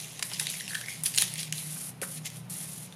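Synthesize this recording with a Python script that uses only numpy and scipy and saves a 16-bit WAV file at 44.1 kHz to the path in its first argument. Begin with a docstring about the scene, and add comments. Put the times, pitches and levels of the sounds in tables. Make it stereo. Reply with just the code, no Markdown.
"""Skin hisses over paper grain, the sheet rustles, snaps and is patted over a low hum and room air.
Rubbing: clumped random slips, coloured per layer, plus a gliding resonance for the air pocket.
Snaps: a tick and a decaying crackle through resonances; pats: short rounded bursts of resonant noise.
Hum: noise through narrow resonances; air: shaped noise. Two ports of a close pickup hear the hand with a short room tail."""
import sys
import numpy as np
from scipy import signal
from scipy.fft import rfft, irfft
from scipy.io import wavfile
from scipy.ndimage import uniform_filter1d

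SR = 44100
rng = np.random.default_rng(int(sys.argv[2]) if len(sys.argv) > 2 else 0)


def generate_wav(signal):
    """Clip the signal to [-1, 1] and save it as 16-bit WAV at the path in sys.argv[1]."""
    frames = np.transpose(np.atleast_2d(signal))
    scaled = np.clip(frames, -1, 1) * 32767
    pcm = np.round(scaled).astype(np.int16)
    wavfile.write(sys.argv[1], SR, pcm)


def level_to_linear(level):
    """Convert decibel levels to linear amplitude factors, elementwise."""
    exponent = np.asarray(level, float) / 20
    return 10 ** exponent


N = 130095


def evened(x):
    """Scales x to rms 1."""
    return x / np.sqrt(np.mean(x ** 2) + 1e-20)


def read(points, hz):
    """Interpolates a (Hz, value) table over log frequency."""
    f, value = np.transpose(points)
    return np.interp(np.log(hz + 1), np.log(f + 1), value)


def curve(rows, column):
    """Interpolates one column of a table over time, one value per sample."""
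    rows = np.array(rows)
    return np.interp(np.arange(N) / SR, rows[:, 0], rows[:, column])


def colour(x, points):
    """Minimum-phase filter with the given spectrum, impulse response of energy 1."""
    level_db = read(points, abs(np.fft.fftfreq(4096, 1 / SR)))
    log_gain = np.log(level_to_linear(np.maximum(level_db, -100)))
    phase = -signal.hilbert(log_gain).imag
    taps = np.fft.ifft(np.exp(log_gain + 1j * phase)).real[:2048]
    return signal.oaconvolve(x, taps / np.linalg.norm(taps))[:len(x)]


def resonate(x, hz, width_hz):
    """Resonance of gain 1 that follows hz: shift to 0 Hz, one-pole low-pass, shift back."""
    turn = np.exp(2j * np.pi * np.cumsum(hz * np.ones(len(x))) / SR)
    pole = np.exp(-np.pi * np.mean(width_hz) / SR)
    return 2 * (turn * signal.lfilter([1 - pole], [1, -pole], x / turn)).real


def band_evened(x, lo_hz, hi_hz):
    """Scales x so that the band lo_hz-hi_hz has rms 1."""
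    band = signal.butter(4, [lo_hz, hi_hz], "bandpass", fs=SR, output="sos")
    return x / np.std(signal.sosfilt(band, x))


def slips(per_s, spread_db):
    """Stick-slip friction: tiny catches of random sign and uneven size, their level swelling in clumps."""
    clump_db, clump_samples = 1.6, round(.005 * SR)
    hit = rng.random(N) < per_s / SR
    size = np.minimum(rng.exponential(1, N), 4)
    sign = rng.standard_normal(N)
    clump = uniform_filter1d(rng.standard_normal(N), clump_samples)
    clump = evened(uniform_filter1d(clump, clump_samples))
    return hit * sign * level_to_linear(spread_db * size + clump_db * clump)


def patchy(x, depth_db):
    """Small resonances shift as the sheet bends: random spots of about 500 Hz by 40 ms rise and sink."""
    z = signal.stft(x, nperseg=256, noverlap=192)[2]
    spots = rng.standard_normal(z.shape[::-1]).T
    for axis, size in ((0, 3), (1, 20), (0, 2), (1, 20)):
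        spots = uniform_filter1d(spots, size, axis)
    return signal.istft(z * level_to_linear(depth_db * evened(spots)), nperseg=256, noverlap=192)[1][:N]


def rubbing():
    """Friction of skin on grain, rustle of the bending sheet and the air pocket that rings under it."""
    # hand on the sheet: (time [s], skin glide level [dB], sheet rustle level [dB])
    hand_levels = [(0, -41, -41.5), (.06, -48, -50), (.222, -52.5, -53.5), (.228, -41, -28),
                   (.26, -40, -84), (.3, -45.5, -43.5), (.335, -44.5, -46.5), (.39, -45.5, -47),
                   (.398, -32.5, -39), (.44, -39.5, -45.5), (.47, -44.5, -38.5), (.52, -41, -43.5),
                   (.61, -41.5, -49), (.675, -56, -49), (.685, -41, -44), (.8, -44, -49.5),
                   (.875, -49, -54.5), (.89, -41, -46), (1.032, -53, -54), (1.038, -35.5, -66),
                   (1.058, -37, -36), (1.06, -31, -33.5), (1.09, -37, -56), (1.135, -45, -49),
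                   (1.1755, -34.5, -44), (1.1765, -25, -17), (1.182, -25, -27), (1.188, -34, -34),
                   (1.198, -31, -34.5), (1.225, -35, -32), (1.25, -39, -46.5), (1.372, -50, -45),
                   (1.4, -36.5, -36.5), (1.44, -43.5, -49), (1.52, -60, -55.5), (1.53, -48, -52.5),
                   (1.58, -36.5, -45), (1.65, -42.5, -52), (1.8, -40, -56), (1.89, -40, -62),
                   (1.93, -62, -68), (2.0155, -67, -79), (2.0175, -33.5, -44.5), (2.07, -45, -71),
                   (2.13, -41, -57), (2.18, -43.5, -48), (2.21, -61, -73), (2.245, -55, -52.5),
                   (2.256, -41, -35.5), (2.276, -41, -42.5), (2.29, -61, -57.5), (2.37, -46, -55.5),
                   (2.42, -61, -71), (2.492, -69, -82), (2.499, -39, -58), (2.65, -41, -54.5),
                   (2.86, -47, -57.5), (2.89, -60.5, -62)]
    # skin hiss spectrum: (frequency [Hz], relative level [dB per Hz])
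    skin_spectrum = [(700, -30.5), (1200, -19), (2500, -17.5), (5500, -12), (7700, -9), (10300, 1),
                     (12500, -9), (14500, -21), (15100, -20.5), (15500, -38)]
    # sheet rustle spectrum: (frequency [Hz], relative level [dB per Hz])
    sheet_spectrum = [(300, -15.5), (700, -8.5), (1400, -16.5), (2000, 5.5), (3500, 6), (5000, 4),
                      (7000, 6.5), (10000, -14), (16000, -41)]
    # air pocket under the lifted sheet: (time [s], resonance [Hz], level [dB])
    pocket_path = [(.468, 3800, -44), (.52, 3600, -51.5), (.54, 2420, -41.5), (.62, 1940, -65),
                   (.72, 1700, -47), (.76, 1745, -43.5), (.815, 1740, -54), (.85, 1900, -52),
                   (.885, 2180, -41), (.97, 2180, -55.5)]
    pocket_q = 8.

    skin = slips(per_s=16000, spread_db=1.)
    skin = band_evened(colour(skin, skin_spectrum), 7000, 14000)

    sheet = slips(per_s=6000, spread_db=2.5)
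    sheet = patchy(colour(sheet, sheet_spectrum), depth_db=2.5)
    sheet = band_evened(sheet, 1800, 6000)

    pocket_hz = curve(pocket_path, 1)
    pocket = slips(per_s=900, spread_db=4.)
    pocket = resonate(pocket, pocket_hz, pocket_hz / pocket_q)
    pocket = evened(resonate(pocket, pocket_hz, 2 * pocket_hz / pocket_q))
    start_s, end_s = pocket_path[0][0], pocket_path[-1][0]
    gate = np.interp(np.arange(N) / SR, [start_s - .005, start_s, end_s, end_s + .05], [0, 1, 1, 0])

    skin = level_to_linear(curve(hand_levels, 1)) * skin
    sheet = level_to_linear(curve(hand_levels, 2)) * sheet
    return skin + sheet + gate * level_to_linear(curve(pocket_path, 2)) * pocket


def snaps():
    """Each crease gives a tick and a dying crackle that rings at its own pitch; the crackle differs at each port."""
    # paper snaps: (time [s], peak of the port mean [dB], ring [Hz], ring share [0-1],
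    #               crackle fade by 60 dB [s], held to 5 ms or more)
    snap_events = [(0.1935, -24, 4370, 0.1, 0.021), (0.2259, -11.5, 3600, 0, 0.003),
                   (0.2287, -17, 10200, 0.9, 0.0073), (0.3167, -25, 3370, 0.27, 0.0072),
                   (0.3348, -21, 4900, 0.45, 0.026), (0.3427, -25, 5000, 0.4, 0.018),
                   (0.3976, -12.5, 3700, 0.14, 0.0095), (0.399, -15.5, 10300, 0.1, 0.0064),
                   (0.469, -17, 3900, 0.53, 0.0094), (0.5003, -21, 9900, 1, 0.011),
                   (0.5395, -32, 2120, 0.9, 0.015), (0.6, -27, 4000, 0.42, 0.021),
                   (0.6081, -24, 2030, 0.35, 0.0061), (0.679, -21, 2800, 0.55, 0.0044),
                   (0.7469, -23.5, 3240, 0.55, 0.0099), (0.7509, -18.5, 1720, 0.57, 0.024),
                   (0.8126, -26.5, 1610, 0.46, 0.0079), (0.84, -34, 2080, 0.76, 0.0078),
                   (0.8605, -28, 2400, .3, .006), (0.8834, -29, 2180, 0.68, 0.012),
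                   (0.927, -28, 2430, 0.5, 0.0063), (1.036, -17.5, 10140, 0.98, 0.014),
                   (1.0588, -13, 9700, 0.6, 0.0084), (1.0638, -12.5, 5700, 0.2, 0.004),
                   (1.1402, -25, 5060, 0.54, 0.0093), (1.147, -19.5, 4800, 0.2, 0.015),
                   (1.1614, -15.5, 8400, 0.8, 0.0087), (1.1841, -5.5, 5500, 0.13, 0.0081),
                   (1.2118, -13, 9800, 0.6, 0.008), (1.2165, -16, 9500, 0.3, 0.016),
                   (1.2187, -17, 3000, 0.3, 0.006), (1.2219, -7, 9500, 0.3, 0.006),
                   (1.2295, -22.5, 3600, 0.67, 0.008), (1.238, -20, 9800.0, 0.5, 0.0052),
                   (1.3387, -18.5, 9700, 0.8, 0.0031), (1.3571, -23, 3360, 0.46, 0.009),
                   (1.3808, -22, 9900, 0.53, 0.01), (1.431, -20, 4560, 0.3, 0.013),
                   (1.5252, -11.5, 6600, 0.43, 0.0092), (1.5263, -21.5, 2710, 1, 0.0064),
                   (1.5815, -25.5, 4040, 0.6, 0.0057), (2.016, -23, 2800, 0.2, 0.005),
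                   (2.3019, -29, 11350.0, 0.3, 0.007), (2.925, -30.5, 3600, 0.69, 0.0058)]
    # snap spectrum: (frequency [Hz], relative level [dB per Hz])
    snap_spectrum = [(500, -38), (1200, -29.5), (1700, -7.5), (3900, -5), (7000, -8), (10300, 2),
                     (14000, -27), (16400, -16)]
    ring_q, wide_q = 10., 0.58
    tick, apart = 2.43, 0.52  # first sample against noise of rms 1; port difference against common part

    out = np.zeros((2, N + 4096))
    t = np.arange(4096) / SR
    noises = rng.standard_normal((len(snap_events), 2, 4096))
    for (s, db, hz, share, fade_s), (common, differing) in zip(snap_events, noises):
        share = np.clip(share, 0, 1)
        fall = level_to_linear(-60 * t / max(fade_s, .005))
        pair = []
        for side in (1, -1):
            drive = fall * (common + side * apart * differing)
            drive[0] = tick
            wide = evened(resonate(colour(drive, snap_spectrum), hz, hz / wide_q))
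            ring = resonate(resonate(drive, hz, hz / ring_q), hz, hz / 2)
            pair.append((1 - share) * wide + share * evened(ring))
        peak = abs(np.mean(pair, 0)).max()
        out[:, round(s * SR):][:, :4096] += level_to_linear(db) * np.array(pair) / peak
    return out[:, :N]


def pats():
    """Soft fingertip taps: noise through each tap's dull body resonance, under a rounded pulse."""
    # finger pats: (time [s], level [dB], length [s], body resonance [Hz], width of each of two stages [Hz])
    pat_events = [(0.1945, -43, .006, 1200, 1200), (0.2252, -36, .003, 1000, 1200),
                  (0.312, -45, .012, 1100, 900), (0.409, -44, .01, 1000, 700),
                  (1.2215, -38, .0059, 1200, 1200), (1.763, -47, .008, 1100, 1200),
                  (2.0205, -33, .008, 520, 70), (2.023, -37, .018, 1500, 1500)]
    t = np.arange(4096) / SR
    out = np.zeros(N + 4096)
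    noises = rng.standard_normal((len(pat_events), 8192))
    for (s, db, length_s, hz, width_hz), noise in zip(pat_events, noises):
        u = t / (0.36 * length_s)
        shape = u * np.exp(1 - u)
        body = resonate(resonate(noise, hz, width_hz), hz, width_hz)[4096:]
        pat = shape * body
        pat *= np.linalg.norm(shape) / np.linalg.norm(pat)  # same energy as the bare pulse
        out[round(s * SR):][:4096] += level_to_linear(db) * pat
    return out[:N]


def space(x):
    """Direct sound and a short tail of sparse echoes, different at each port, tilted by the hand's position."""
    # room decay: (frequency [Hz], t60 [s])
    room_decay = [(500, 0.38), (2000, 0.32), (6000, 0.26), (14000, 0.14)]
    # hand position at the two ports: (frequency [Hz], left-right difference [dB])
    port_lean = [(500, 1), (2500, 4), (6000, 2.5), (10000, 1.2), (14000, -1)]
    tail_db = -8.5

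    size = SR // 2
    taps = np.zeros((2, size))
    at = np.arange(100, size - 20, 20) + rng.integers(0, 20, (2, (size - 101) // 20))
    np.put_along_axis(taps, at, rng.choice([-1., 1.], at.shape), 1)
    hz, t, z = signal.stft(taps, SR, nperseg=256)
    decay = level_to_linear(-60 * t / read(room_decay, hz)[:, None])
    tail = signal.istft(z * decay, SR, nperseg=256)[1][:, :size]
    path = level_to_linear(tail_db) * tail / np.linalg.norm(tail[0])
    path[:, 0] = 1  # direct sound

    lean = level_to_linear(np.outer([.5, -.5], read(port_lean, np.fft.rfftfreq(N, 1 / SR))))
    heard = signal.fftconvolve(x, path, axes=1)[:, :N]
    return irfft(rfft(heard) * lean, N)


def hum():
    """Distant machine: a few fuzzy low tones, noise through two narrow resonances each."""
    # hum tones: (frequency [Hz], first-stage width [Hz], relative level [dB])
    hum_tones = [(122, 4, -56), (154.5, 8, -49), (181, 9, -54.5), (247, 3, -67)]
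    # hum swell: (time [s], level change [dB])
    hum_swell = [(0, -2), (1, 0), (1.8, 1.5), (2.5, 2.5), (2.95, 1.5)]
    apart, left_right_db = 0.069, -2.5

    def tones():
        total = np.zeros(N + SR)
        for hz, width_hz, db in hum_tones:
            tone = resonate(rng.standard_normal(N + SR), hz, width_hz)
            total += level_to_linear(db) * evened(resonate(tone, hz, 2 * width_hz))
        return total[SR:]  # drop the filters' build-up

    common, differing = tones(), tones()
    left = level_to_linear(left_right_db / 2) * (common + apart * differing)
    right = level_to_linear(-left_right_db / 2) * (common - apart * differing)
    return level_to_linear(curve(hum_swell, 1)) * np.array([left, right])


def air():
    """Smooth room noise, partly opposite at the two ports."""
    # air spectrum: (frequency [Hz], relative level [dB per Hz])
    air_spectrum = [(20, -18), (60, -9.5), (100, 5), (200, 11), (300, 4.5), (800, 2.5), (1200, -3),
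                    (2500, -7), (7000, -23), (10300, -46), (14500, -19), (15100, -36), (15500, -70)]
    # port likeness: (frequency [Hz], left-right correlation [-1 to 1])
    air_likeness = [(60, 1), (180, -0.53), (550, -0.47), (1650, -0.35), (4970, 0.47), (15000, 0.69)]
    level_db = -55.5  # port mean, rms above 220 Hz

    hz = np.fft.rfftfreq(N, 1 / SR)
    a, b = rfft(rng.standard_normal((2, N)))
    same = np.clip(read(air_likeness, hz), -1, 1)
    z = np.array([a, same * a + np.sqrt(1 - same ** 2) * b]) * level_to_linear(read(air_spectrum, hz))
    return level_to_linear(level_db) * irfft(z, N) / np.std(irfft(z.mean(0) * (hz > 220), N))


def scene():
    """Hand in the room over air and hum; the outer fingers reach the two ports with opposite sign."""
    # outer fingers against palm: (frequency [Hz], level [dB])
    finger_levels = [(500, 9), (2000, -11.5), (5000, -28.5), (14000, -2)]
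    # the hand moves across: (time [s], left-right difference [dB])
    hand_drift = [(1.5, .3), (2, -1.1)]

    palm = rubbing()
    finger_gain = level_to_linear(read(finger_levels, np.fft.rfftfreq(N, 1 / SR)))
    fingers = irfft(rfft(rubbing()) * finger_gain, N)
    hand = np.array([palm + fingers, palm - fingers]) + snaps() + pats()
    drift = level_to_linear(np.outer([.5, -.5], curve(hand_drift, 1)))
    return space(hand) * drift + air() + hum()


def roll_off(x):
    """The treble ends steeply here."""
    return signal.sosfilt(signal.butter(12, 16660, fs=SR, output="sos"), x)


def record(dry):
    """A narrow notch in the treble, then the band limit."""
    notch_hz, notch_width_hz, edge_hz = 7843, 60, 16100
    x = signal.lfilter(*signal.iirnotch(notch_hz, notch_hz / notch_width_hz, SR), dry)
    low_pass = signal.firwin(255, edge_hz, window=("kaiser", 9), fs=SR)
    x = signal.oaconvolve(x, low_pass[None], "same")
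    return roll_off(x)


dry = scene()
out = record(dry)
generate_wav(out)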